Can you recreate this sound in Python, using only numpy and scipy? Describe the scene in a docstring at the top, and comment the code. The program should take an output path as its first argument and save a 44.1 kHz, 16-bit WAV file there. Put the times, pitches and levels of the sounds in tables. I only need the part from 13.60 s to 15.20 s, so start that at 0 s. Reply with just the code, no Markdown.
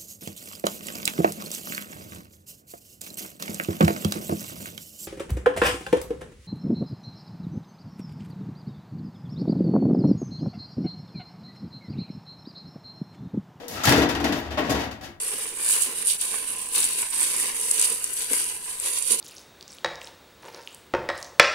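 """Metal edges scrape and squeal as a sheet-metal heater casing slides, then drops onto a workshop bench
and rocks to rest; a cordless drill is stood on its lid with two hollow knocks, and a last scrape follows.
Every blow makes loose panels chatter and rings the same casing: a few low panel modes under a dense clang.
The bench thumps under the weight, and a small room answers."""
import sys
import numpy as np
from scipy import signal
from scipy.fft import rfft, irfft
from scipy.io import wavfile

SR = 44100
rng = np.random.default_rng(int(sys.argv[2]) if len(sys.argv) > 2 else 0)


def generate_wav(sig):
    """Save sig (samples, or channels by samples) to the path in sys.argv[1] as 16-bit PCM at SR."""
    pcm = np.round(np.clip(np.atleast_2d(sig).T, -1, 1) * 32767).astype(np.int16)
    wavfile.write(sys.argv[1], SR, pcm)


N = 70560
TIME_S, BINS_HZ = np.arange(N) / SR, np.arange(N // 2 + 1) * SR / N


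def undb(db):
    """Decibels to gain."""
    return 10 ** (np.asarray(db) / 20)


def unit(x):
    """Scale to energy 1."""
    return x / np.sqrt(np.sum(x ** 2, axis=-1, keepdims=True) + 1e-18)


def decay(t, t60_s):
    """Fall of 60 dB per t60_s."""
    return np.exp(-np.log(1000) * t / t60_s)


def sides(db=5):
    """Stereo gains, left louder by db."""
    return undb(np.array([[db], [-db]]) / 2)


def lookup(hz, table, column=1):
    """Interpolate a column over log frequency."""
    table = np.array(table, float)
    return np.interp(np.log(np.maximum(hz, 1)), np.log(table[:, 0]), table[:, column])


def colour(x, points, size=4096):
    """Minimum-phase filter through (f/Hz, gain/dB) points."""
    gain = undb(lookup(np.arange(size // 2 + 1) * SR / size, points))
    cepstrum = irfft(np.log(gain))
    cepstrum[1:size // 2] *= 2
    cepstrum[size // 2 + 1:] = 0
    return signal.fftconvolve(x, irfft(np.exp(rfft(cepstrum))))[:len(x)]


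def noise_pair(spectrum):
    """Two independent shaped noises, RMS 1."""
    return np.sqrt(N) * unit(irfft(rfft(rng.standard_normal((2, N))) * spectrum, N))


def add(out, x, start_s):
    """Mix stereo x in at start_s."""
    i = int(round(start_s * SR))
    x, i = x[:, max(-i, 0):], max(i, 0)
    out[:, i:i + x.shape[1]] += x[:, :max(N - i, 0)]


def mode(hz, db, t60_s, rise_s=0.0038):
    """One resonance that swells and dies away."""
    envelope = decay(TIME_S, t60_s) * (1 - np.exp(-TIME_S / rise_s))
    return undb(db) * np.sin(2 * np.pi * hz * TIME_S) * envelope * sides()


# room air spectrum: f/Hz, relative level/dB
AIR_SPECTRUM = [(100, -12), (400, -20), (2000, -58), (16000, -41)]
def air(rms_db=-58.5):
    """Faint dull background of the workshop."""
    noise = np.array([colour(rng.standard_normal(N), AIR_SPECTRUM) for _ in range(2)])
    return undb(rms_db) * np.sqrt(N) * unit(noise)


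def sing(length_s, hz, db, relative_width):
    """A rough, narrow resonance that swells and fades."""
    tone = noise_pair(np.exp(-.5 * ((BINS_HZ / hz - 1) / relative_width) ** 2))
    swell = np.sin(np.pi * np.minimum(TIME_S / length_s, 1))
    return undb(db) * tone * swell * sides()


# edge squeals: t/s, length/s, f/Hz, level/dB
SQUEALS = [(-.04, 0.2, 479, -43.5), (.14, .11, 1280, -41), (.236, 0.017, 1320, -26),
           (.234, 0.023, 6840, -29)]
# high squeaks: t/s, length/s, level/dB
SQUEAKS = [(.768, 0.059, -48), (.977, 0.043, -49)]
def squeals(squeak_hz=14800):
    """A skidding edge briefly sings; later come two thin squeaks."""
    out = np.zeros((2, N))
    for start_s, length_s, hz, db in SQUEALS:
        add(out, sing(length_s, hz, db, relative_width=0.066), start_s)
    for start_s, length_s, db in SQUEAKS:
        add(out, sing(length_s, squeak_hz, db, relative_width=0.0043), start_s)
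    return out


def flex(start_s=.628, length_s=0.1306, from_hz=260.3, to_hz=161, db=-30):
    """The bent lid relaxes, so its note slides down."""
    progress = np.clip((TIME_S - start_s) / length_s, 0, 1)
    hz = from_hz + (to_hz - from_hz) * progress
    phase = 2 * np.pi * np.cumsum(hz * (progress > 0)) / SR
    swell = np.sqrt(np.abs(np.sin(np.pi * progress)))
    return undb(db) * swell * np.sin(phase) * sides()


# bench and casing notes: t/s, f/Hz, level/dB, t60/s
THUMPS = [(.274, 132.7, -11, 0.16), (0.372, 70.7, -29, 0.43), (0.565, 74, -31, 0.72),
          (0.857, 73.7, -32.5, 1), (1.09, 125.3, -19.5, 0.11), (1.125, 68.7, -31.5, 0.83),
          (1.481, 342, -38.5, 0.24)]
def thumps():
    """Bench top and casing give a low note as the weight comes down."""
    out = np.zeros((2, N))
    for start_s, hz, db, t60_s in THUMPS:
        add(out, mode(hz, db, t60_s, rise_s=0.0074), start_s)
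    return out


# drill body modes: f/Hz, relative level/dB, t60/s
DRILL_MODES = [(265, -2.5, 0.18), (601.7, 2.5, 0.13), (690, -3.5, 0.089), (1091, -8.5, 0.31)]
# battery on lid: t/s, level/dB
DRILL_KNOCKS = [(.974, -20.5), (1.087, -23.5)]
def drill():
    """The plastic battery foot knocks hollowly on the lid twice, the second knock softer."""
    out = np.zeros((2, N))
    for start_s, knock_db in DRILL_KNOCKS:
        add(out, sum(mode(hz, knock_db + db, t60_s) for hz, db, t60_s in DRILL_MODES), start_s)
    return out


def ripple(depth_db=3, spacing_hz=40, full_above_hz=700):
    """The casing favours some of its close modes, the same for every contact."""
    knots = rng.standard_normal(N // 16)
    peaks = np.interp(BINS_HZ / spacing_hz, np.arange(len(knots)), knots)
    return undb(depth_db * np.minimum(BINS_HZ / full_above_hz, 1) * peaks)


# casing and room spectrum: f/Hz, relative density/dB
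CLANG_SPECTRUM = [(30, -20), (65, 0), (130, 0), (300, 7.5), (420, 1), (620, 8), (1000, 3), (2000, 0.5),
                  (4000, -3.5), (6400, -8.5), (8200, -17.5), (10500, -17.5), (12500, -14.5), (16000, -25.5)]
# ring by register: f/Hz, t60/s, stereo coherence/0-1, left minus right/dB
CLANG_REGISTERS = [(60, 0.98, 0.88, 2.5), (256, 0.66, 1, 5), (600, 0.59, 0.3, 2.5), (1550, 0.47, 0.15, 4),
                   (5430, 0.26, 0.12, 5.5), (11800, 0.21, 0, 1)]
def clang_bands(gain_db=17.5, ring_s=.55, crack_db=5, crack_s=0.0016, crack_hz=3230):
    """Countless close modes and room echoes as half-octave noises, each with its decay."""
    t = TIME_S[:int(ring_s * SR)]
    body = ripple() * undb(gain_db + lookup(BINS_HZ, CLANG_SPECTRUM))
    noises, decays = [], []
    for hz in 32 * 2 ** np.arange(0, 9.1, .5):
        half_octaves = 2 * np.log2((BINS_HZ + 1) / hz)
        band = np.cos(np.pi / 2 * np.clip(half_octaves, -1, 1)) * body
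        t60_s, coherence, pan_db = (lookup(hz, CLANG_REGISTERS, column) for column in (1, 2, 3))
        mid, side = np.sqrt(np.mean(band ** 2)) * noise_pair(band)
        stereo = np.sqrt((1 + coherence) / 2) * mid + np.sqrt((1 - coherence) / 2) * np.array([side, -side])
        noises.append(stereo * sides(pan_db))
        crack = undb(crack_db) * hz / (hz + crack_hz) * np.exp(-t / crack_s)  # treble starts above its tail
        decays.append(unit(decay(t, t60_s) + crack))
    return np.array(noises, np.float32), np.array(decays, np.float32)


def clang(push, points, bands):
    """A push feeds energy into the close modes, which lose it band by band."""
    noises, decays = bands
    size = decays.shape[1]
    spot = rng.integers(N - size)  # each spot wakes its own mixture
    energy = signal.fftconvolve(np.float32(push[None] ** 2), decays ** 2, axes=1)[:, :size]
    envelopes = np.sqrt(np.maximum(energy, 0))
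    ring = np.einsum("bct,bt->ct", noises[:, :, spot:spot + size], envelopes)
    return np.array([colour(channel, points) for channel in ring])


def grit(spread, size):
    """Dense tiny contacts of uneven strength."""
    push, strength = rng.standard_normal((2, size))
    return push * np.exp(spread * np.minimum(strength, 2))


def contact(db, thud_db, clang_db, treble_db):
    """Weight and hardness of a contact as (f/Hz, gain/dB) points."""
    points = [(140, thud_db), (224, 0), (590, 0), (1350, clang_db), (2550, clang_db), (9400, treble_db)]
    return [(hz, db + offset_db) for hz, offset_db in points]


# light touch: t/s, level/dB
TICKS = [(0.0818, -10.5)]
# its spectrum: f/Hz, gain/dB
TICK_COLOUR = [(200, -10), (1500, -21.5), (5000, -4), (15000, 9)]
def ticks(bands):
    """A small hard touch of metal, mostly treble."""
    out = np.zeros((2, N))
    for start_s, db in TICKS:
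        add(out, clang(undb([db]), TICK_COLOUR, bands), start_s)
    return out


# sliding edges: t/s, length/s, level/dB, then re level: thud/dB, clang/dB, treble/dB
SCRAPES = [(-.06, 0.13, -14, -8, -7.5, -8), (0.082, 0.098, -9, 7, -7.5, 3),
           (0.131, 0.16, -8, -4, -0.5, -2.5), (0.814, 0.072, -13, -30, -4, -10),
           (1.418, 0.049, -21, -4, 2, 6.5)]
def scrapes(bands):
    """A sliding edge catches on grit, swelling and fading."""
    out = np.zeros((2, N))
    for start_s, length_s, *contact_db in SCRAPES:
        catches = grit(spread=0.37, size=8192)
        progress = np.minimum(TIME_S[:len(catches)] / length_s, 1)
        swell = np.sqrt(np.abs(np.sin(np.pi * progress)))
        add(out, clang(unit(catches * swell), contact(*contact_db), bands), start_s)
    return out


# panel modes: f/Hz, relative level/dB
PANEL_MODES = [(166, -11), (246, -6), (266, -8), (288, 0.5), (338, -2.5), (408, -5.5), (453, -5),
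               (489, -8.5), (604, -7.5), (658, -9), (776, -15), (965, -9.5), (1083, -9.5), (1423, -10.5)]
def panels(gain_db=-24.5, spread_db=1.66, pitch_spread=.016):
    """The large panels boom; each blow strains them differently, shifting pitches and strengths."""
    out = np.zeros((2, N))
    for hz, db in PANEL_MODES:
        strain, spot = rng.standard_normal(2)
        t60_s = .42 * (300 / hz) ** 0.58  # higher modes die sooner
        out += mode(hz * (1 + pitch_spread * strain), gain_db + db + spread_db * spot, t60_s)
    return out


# casing blows: t/s, level/dB, thud/dB, clang/dB, treble/dB, boom/dB (these four re level), chatter/s
BLOWS = [ (0.235, -7, -10, -0.5, 9, -18, 0.0092), (0.2525, -6.5, 11.5, 3, 12.5, -14, 0.0037),
         (0.272, 1, 6, 0.5, -3.5, -18, 0.00083), (0.28, -5, 8, 1.5, 5.5, -15, 0.0018),
         (0.291, -7, 11, 5.5, 13.5, -10, 0.0032), (0.308, -0.5, 5, -11, -22, 5, 0.005),
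         (0.322, -3, -3.5, 4.5, 3.5, 2, 0.0011), (0.359, -1.5, 7, -4.5, -2.5, 3, 0.0042),
         (0.375, -2, -6, -2, -2, 7.5, 0.025), (0.419, -2, 4.5, -2, -4.5, 4, 0.0064),
         (0.489, -9, 10, 2.5, 4, 5.5, 0.0079), (0.549, -9, -10, 0.5, -2.5, 5, 0.004),
         (0.6, -11, 14.5, -2, -3, 7.5, .008), (0.641, -4.5, -19, 0.5, -1, 0.5, 0.006),
         (0.677, -7, 3, -6, -7.5, 4, 0.014), (0.723, -9, 5, 2, 1, 3.5, 0.0043),
         (.756, -11.5, 12, -4, -1, 1.5, 0.029), (0.906, -11, 3, -2, -6.5, 1, 0.021),
         (0.973, -2.5, -21, -2.5, -15.5, -3, 0.0099), (0.98, -5, -30, -5.5, -8.5, -1.5, 0.021),
         (1.039, -9, -4, -1, -6.5, 0, 0.082), (1.096, 0.5, -1.5, -7.5, -1.5, -3, 0.016),
         (1.146, -10.5, 13, 1.5, -0.5, 8.5, 0.021), (1.19, -5.5, -12, -4.5, -5, -5, 0.029),
         (1.238, -17.5, 4, 0.5, -2, -5, 0.0034), (1.311, -24, -16, 4, 5, -10.5, 0.0059),
         (1.41, -18, 9, -7, -6, -5, 0.0034)]
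def blows(bands, chatter_db=12, damped_from_s=1.18, damping_t60_s=0.43):
    """Each blow booms the panels and clangs the casing, with a dying chatter of loose parts."""
    clangs, booms = np.zeros((2, N)), np.zeros((2, N))
    for start_s, db, thud_db, clang_db, treble_db, boom_db, chatter_s in BLOWS:
        chatter = grit(spread=0.82, size=4096)
        fade = np.exp(-.5 * (TIME_S[:len(chatter)] / chatter_s) ** 2)
        push = undb(chatter_db) * unit(chatter * fade)
        push[0] = 1  # first contact
        add(clangs, clang(unit(push), contact(db, thud_db, clang_db, treble_db), bands), start_s)
        add(booms, undb(db + boom_db) * panels(), start_s)
    loaded_s = np.maximum(TIME_S - damped_from_s, 0)  # the drill's weight damps the panels
    return clangs + booms * decay(loaded_s, damping_t60_s)


def scene(right_lag_s=.00012):
    """One casing, a little to the left, over the room air."""
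    bands = clang_bands()
    left, right = blows(bands) + scrapes(bands) + ticks(bands) + thumps() + squeals() + drill() + flex()
    right = np.pad(right, (int(right_lag_s * SR), 0))[:N]
    return np.array([left, right]) + air()


def record(dry, top_hz=15900):
    """Steep low-pass on the top treble."""
    return signal.sosfilt(signal.ellip(10, .2, 80, top_hz, fs=SR, output="sos"), dry)


dry = scene()
out = record(dry)
generate_wav(out)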